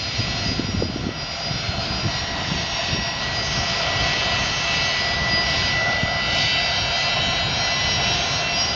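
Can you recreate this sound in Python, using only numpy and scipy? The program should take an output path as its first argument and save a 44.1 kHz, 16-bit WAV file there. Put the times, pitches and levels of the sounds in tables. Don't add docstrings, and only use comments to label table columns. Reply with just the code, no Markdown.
import sys
import numpy as np
from scipy import signal
from scipy.fft import rfft, irfft, next_fast_len
from scipy.io import wavfile
from scipy.ndimage import uniform_filter1d, map_coordinates

SR = 44100
rng = np.random.default_rng(int(sys.argv[2]) if len(sys.argv) > 2 else 0)


def to_wav(sig):
    pcm = np.clip(np.atleast_2d(sig), -1, 1) * 32767
    pcm = np.round(pcm).astype(np.int16)
    wavfile.write(sys.argv[1], SR, pcm.T)


N = 385875

# (time [s], relative level [dB])
ROAR_RIDE = [(0, -36.5), (0.35, -34.5), (1.0, -38), (1.4, -35), (2.5, -31.5), (3.1, -32.5), (4.15, -27.5),
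             (4.6, -29.5), (6.8, -30), (8.25, -29), (8.75, -31)]
# (time [s], gain [dB])
TREBLE_RIDE = [(0, -2.5), (0.35, -1), (0.97, -9), (1.45, -3.5), (2.5, -1), (2.88, 0.5), (3.1, -2),
               (4.2, 3.5), (4.58, 1.7), (4.85, 4), (5.05, 0), (5.4, 0.5), (5.65, 4), (5.87, -1.5),
               (6.15, -1.5), (6.42, 4.5), (6.78, 0.5), (7.1, 2), (7.7, 0.5), (8.17, 3), (8.75, -1.5)]
HUM_RATIO = 0.3493


def fan():
    # (pitch [x main tone], relative level [dB], lobe centre [s], lobe half-width [s], lobe gain [dB])
    overtones = [(1.1449, -48, 5.5, 2.0, 4.5), (1.3493, -41, 7.2, 1.1, 7), (1.4931, -47, 7.1, 3.6, 11.5),
                 (1.5745, -42, 6.9, 1.0, 8), (1.9242, -46.5, 7.3, 1.6, 11), (2.3512, -45, 6.6, 0.4, 11.5)]
    hz = fan_pitch()
    treble_db, = curves(TREBLE_RIDE)
    past_beam_s = np.arange(N) / SR - 5.45
    beam_db = -26.5 + np.minimum(4.5 * past_beam_s, -3.5 * past_beam_s)
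    stray_db = -43.5 + 1.1 * treble_db
    level = np.hypot(amp(beam_db), amp(stray_db))
    whine = level * flaring(hz) * tone(hz, flicker_db=1.26, smear=0.12)
    for ratio, db, centre, width, lobe_db in overtones:
        level = amp(db + 0.35 + lobe_db * swell(centre, width) + 1.15 * treble_db)
        path = flaring(hz * ratio) * fading(depth=0.35, rate=4)
        whine += level * path * tone(hz * ratio, flicker_db=-0.05, smear=0.2)
    return whine


def fan_pitch():
    start_hz, sag_hz_per_s, sag_s = 1966, 16, 2.0
    spool_at_s, spool_hz, spool_lag_s = 2.62, 103, 5.8
    t = np.arange(N) / SR
    spool = 1 - np.exp(-np.maximum(t - spool_at_s, 0) / spool_lag_s)
    return start_hz - sag_hz_per_s * np.minimum(t, sag_s) + spool_hz * spool


def compressor():
    # (time [s], pitch [Hz])
    core_glide = [(0, 4227), (2, 4229), (5, 4208), (6.5, 4196), (8.75, 4187)]
    tunings = [(1, 0), (1, 1), (1, 2), (1, 3), (1.645, 0)]
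    # (relative level at mid-scene [dB], growth [dB/s])
    balance = [(-40.5, 0.3), (-36, 0.28), (-38, 0.32), (-51, 1.2), (-58, -0.1)]
    t = np.arange(N) / SR
    treble_db, = curves(TREBLE_RIDE)
    core_hz, = curves(core_glide)
    hum_hz = HUM_RATIO * fan_pitch()
    whistles = np.zeros(N)
    for (multiple, steps), (db, growth) in zip(tunings, balance):
        hz = multiple * core_hz + steps * hum_hz
        level = amp(db + growth * (t - t.mean()))
        path = flaring(hz) * fading(depth=0.38, rate=4)
        whistles += level * path * tone(hz, flicker_db=1.06, smear=0.3)
    return amp(0.55 * treble_db - 0.5) * whistles


def jet():
    # (frequency [Hz], relative level [dB])
    rush_colour = [(1300, -36.5), (1700, -5.5), (2200, 1), (3200, 1), (3600, 0.5), (4100, -0.5), (4600, -3),
                   (5200, -30)]
    # (frequency [Hz], relative level [dB])
    hiss_colour = [(3900, -20.5), (4700, -2), (5300, -2.5), (5750, -8), (6200, -9), (6600, -16),
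                   (7000, -22.5), (7400, -31.5), (7700, -41.5)]
    # (time [s], delay [ms], strength [x direct sound])
    bounce = [(0, 1.43, 0), (1.8, 1.44, 0.2), (1.95, 1.0, 0), (2.15, 1.05, 0.24), (3.1, 1.1, 0.33),
              (3.3, 0.97, 0.09), (4.7, .97, 0.16), (5.5, 0.97, 0.1), (5.75, 1.43, 0.3), (6.45, 1.344, 0.4),
              (8.1, 1.2, 0.18), (8.75, 1.25, 0.1)]
    roar_db, = curves(ROAR_RIDE)
    treble_db, = curves(TREBLE_RIDE)
    flutter = wobble(13)
    rush = amp(-29.5 + treble_db + 0.72 * flutter) * patchy(noise(rush_colour), depth_db=0.68)
    duck_db = 0.35 * (roar_db - roar_db.mean())
    hiss_db = -37 + 1.3 * treble_db - duck_db + 1.5 * flutter
    hiss = amp(hiss_db) * patchy(noise(hiss_colour), depth_db=2.5)
    direct = exhaust(roar_db) + rush + hiss
    delay_ms, strength = curves(bounce)
    reflected = map_coordinates(direct, [np.arange(N) - delay_ms * SR / 1000], order=1)
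    return (direct + strength * reflected) / np.hypot(1, strength)


def exhaust(roar_db):
    # (frequency [Hz], relative level [dB])
    roar_colour = [(230, -20.5), (400, -3.5), (560, -0.5), (880, -2), (1020, -1.5), (1170, -4.5), (1390, 0),
                   (1800, -6), (2400, -31.5)]
    # (frequency [Hz], bandwidth [Hz], relative level [dB])
    pipe_modes = [(671.5, 73, 2.5), (809, 45, -4.5), (965, 50, -13.5), (1397, 57, -3.5)]

    def pipe(hz):
        return sum((-1) ** k * amp(db) * 1j * hz * width / (centre ** 2 - hz ** 2 + 1j * hz * width)
                   for k, (centre, width, db) in enumerate(pipe_modes))

    t, fan_hz = np.arange(N) / SR, fan_pitch()
    howl = unit(filtered(rng.standard_normal(N), pipe)) * amp(-2.5 + 1.8 * wobble(12))
    low_hum = amp(-7.5) * tone(HUM_RATIO * fan_hz, flicker_db=2.1, smear=2.6)
    high_hum = amp(-11.5 + 0.5 * (t - t.mean())) * tone(0.524 * fan_hz, flicker_db=2.0, smear=0.78)
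    roar = patchy(noise(roar_colour), depth_db=0.5)
    return amp(roar_db - 1.9) * (howl + low_hum + high_hum + roar)


def rumble():
    # (frequency [Hz], relative level [dB])
    rumble_colour = [(20, -24), (35, -10), (60, -1.5), (100, -1.5), (150, 0.5), (250, -10.5), (400, -13.5),
                     (600, -30)]
    roar_db, = curves(ROAR_RIDE)
    return amp(-34 + 0.19 * (roar_db - roar_db.mean()) + 2.7 * wobble(7.3)) * noise(rumble_colour)


def wind():
    # (frequency [Hz], relative level [dB])
    buffet_colour = [(20, -22), (40, -8), (75, 1.5), (140, -2), (230, -8), (400, -22), (700, -30)]
    # (frequency [Hz], relative level [dB])
    flap_colour = [(70, -17), (150, -2), (260, -0.5), (420, -9), (650, -17), (1300, -39.5)]
    # (time [s], half-width [s], buffeting gain [dB], flapping gain [dB])
    gusts = [(0.2, 0.035, 7, 11), (0.56, 0.16, 5.5, 14.5), (0.82, .06, 6.5, 17), (1.03, 0.12, 6.5, 14),
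             (1.35, 0.079, -6, -1), (1.8, .07, 6.5, 5), (2.06, 0.042, 11.5, 11), (2.45, 0.21, 3, 5.5),
             (2.95, 0.05, 7, 17), (3.2, 0.12, -7, -1), (3.72, 0.44, 1, 0.5), (4.45, 0.11, 3, 7),
             (4.85, 0.25, -5, -5), (5.25, 0.14, 2.5, -1), (6.04, 0.029, 7, 17), (7.3, .08, 6.5, 0),
             (8.4, .5, -1.5, 3)]
    # (time [s], relative level [dB], time scale [s])
    eddies = [(0.195, -19, 0.004), (0.205, -15.5, 0.0021), (0.464, -15.5, 0.0022), (0.518, -16, 0.0018),
              (0.597, -9.5, 0.0017), (.651, -18, 0.0028), (0.691, -17, 0.00224), (0.75, -11, 0.0022),
              (0.825, -7, 0.00098), (.834, -15, 0.002), (0.9, -15.5, 0.002), (.962, -13, 0.00154),
              (1.069, -12.5, 0.0019), (1.092, -15.5, 0.0013), (1.512, -17.5, 0.0028), (1.693, -15.5, .0045),
              (2.065, -15, 0.0028), (2.52, -16.5, 0.0026), (2.934, -14.5, 0.0037), (6.035, -13, 0.0026)]
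    t = np.arange(N) / SR
    buffet_db = -34.5 + sum(db * swell(at, width) for at, width, db, _ in gusts)
    flap_db = -47 + sum(db * swell(at, width) for at, width, _, db in gusts)
    buffet = amp(buffet_db) * unit(amp(3.5 * wobble(35)) * noise(buffet_colour))
    flapping = amp(flap_db) * unit(amp(4.2 * wobble(70)) * noise(flap_colour))
    thumps = np.zeros(N)
    for at, db, scale in eddies:
        u = (t - at) / scale
        thumps += amp(db + 2.5) * np.sin(2.7 * u) * np.exp(-0.9 * abs(u))
    dying_breeze = amp(-0.18 * t)
    return dying_breeze * (buffet + flapping) + thumps


def tone(hz, flicker_db, smear):
    scatter = wobble(22) + 1j * wobble(22) + 0.48 * (wobble(70) + 1j * wobble(70))
    wave = (1 + smear * scatter) * np.exp(2j * np.pi * np.cumsum(hz) / SR)
    return unit(amp(flicker_db * wobble(20)) * wave.real)


def flaring(hz):
    # (time [s], half-width [s], pitch [Hz], gain [dB])
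    flares = [(0.3, .3, 4220, 5.5), (0.3, 0.67, 4900, 4.5), (0.3, .3, 1970, 4), (0.9, .08, 1970, -8),
              (1.5, .32, 4900, 5), (1.75, 0.38, 1970, -7), (1.9, .25, 4220, 7), (1.9, 0.047, 5580, -7),
              (2.05, 0.2, 4900, 5), (2.2, 0.092, 1970, 3.5), (2.2, .14, 5580, 9), (2.5, 0.22, 4900, -8),
              (2.8, 0.17, 6270, 9), (2.84, 0.25, 5580, 8), (2.88, 0.16, 3750, 8), (3.3, 0.067, 1970, 3.5),
              (3.5, 0.28, 4900, 6.5), (3.55, 0.15, 5580, 2.5), (3.55, .2, 6270, 9.5), (4.2, .25, 2650, 6.5),
              (4.2, .25, 4620, 3.5), (4.6, .12, 1970, -5), (4.65, 0.41, 6270, 11), (4.7, .18, 2650, 7),
              (4.1, 0.23, 5580, -4), (5.05, .3, 5580, -5), (5.6, 0.15, 1970, -2.5), (1.08, 0.078, 4900, -4),
              (5.08, .13, 4900, 7.5), (5.3, 0.06, 1970, 3), (5.38, 0.1, 4900, 9.5), (5.84, .12, 1970, 6),
              (6.4, 0.35, 5580, -8), (6.85, 0.094, 1970, -7), (7.2, .3, 6900, 9), (7.25, .1, 4900, -21),
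              (7.3, .9, 4220, 4), (7.5, .06, 1970, -13), (7.68, 0.23, 5580, 7), (7.8, 0.18, 1970, 3.5),
              (8.2, .08, 1970, -10), (8.2, .25, 6270, 6.5), (8.25, .35, 5580, 5.5), (8.5, .1, 2700, 8.5),
              (8.63, .08, 4900, 8.5), (8.64, .08, 5580, 10.5)]
    t = np.arange(N) / SR
    own = [(at, width, db) for at, width, pitch, db in flares if abs(pitch / hz.mean() - 1) < 0.03]
    return amp(sum(db * np.exp(-abs((t - at) / width) ** 3) for at, width, db in own))


def fading(depth, rate):
    return unit(abs(1 + depth * np.exp(2j * wobble(rate))))


def patchy(x, depth_db):
    spectra = signal.stft(x, nperseg=512)[2]
    patches = uniform_filter1d(rng.standard_normal(spectra.shape), size=9, axis=0)
    patches = uniform_filter1d(patches, size=22, axis=1)
    return unit(signal.istft(spectra * amp(depth_db * unit(patches)), nperseg=512)[1][:N])


def noise(colour):
    points_hz, db = np.transpose(colour)
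    response = lambda hz: amp(np.interp(np.log(hz + 1), np.log(points_hz), db, left=-120, right=-120))
    return unit(filtered(rng.standard_normal(N), response))


def filtered(x, response):
    size = next_fast_len(N + SR // 2)
    return irfft(rfft(x, size) * response(np.fft.rfftfreq(size, 1 / SR)), size)[:N]


def swell(centre, width):
    return np.exp(-((np.arange(N) / SR - centre) / width) ** 2)


def wobble(rate):
    return map_coordinates(rng.standard_normal(int(N * rate / SR) + 4), [np.arange(N) * rate / SR])


def curves(rows):
    times, *columns = np.transpose(rows)
    return [np.interp(np.arange(N) / SR, times, column) for column in columns]


def amp(db):
    return 10 ** (np.asarray(db) / 20)


def unit(x):
    return x / np.sqrt(np.mean(x ** 2) + 1e-20)


def scene():
    return (fan() + compressor() + jet() + rumble() + wind())[None]


def record(dry):
    cutoff_hz = 7725
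    return filtered(dry[0], lambda hz: hz < cutoff_hz)[None]


dry = scene()
out = record(dry)
to_wav(out)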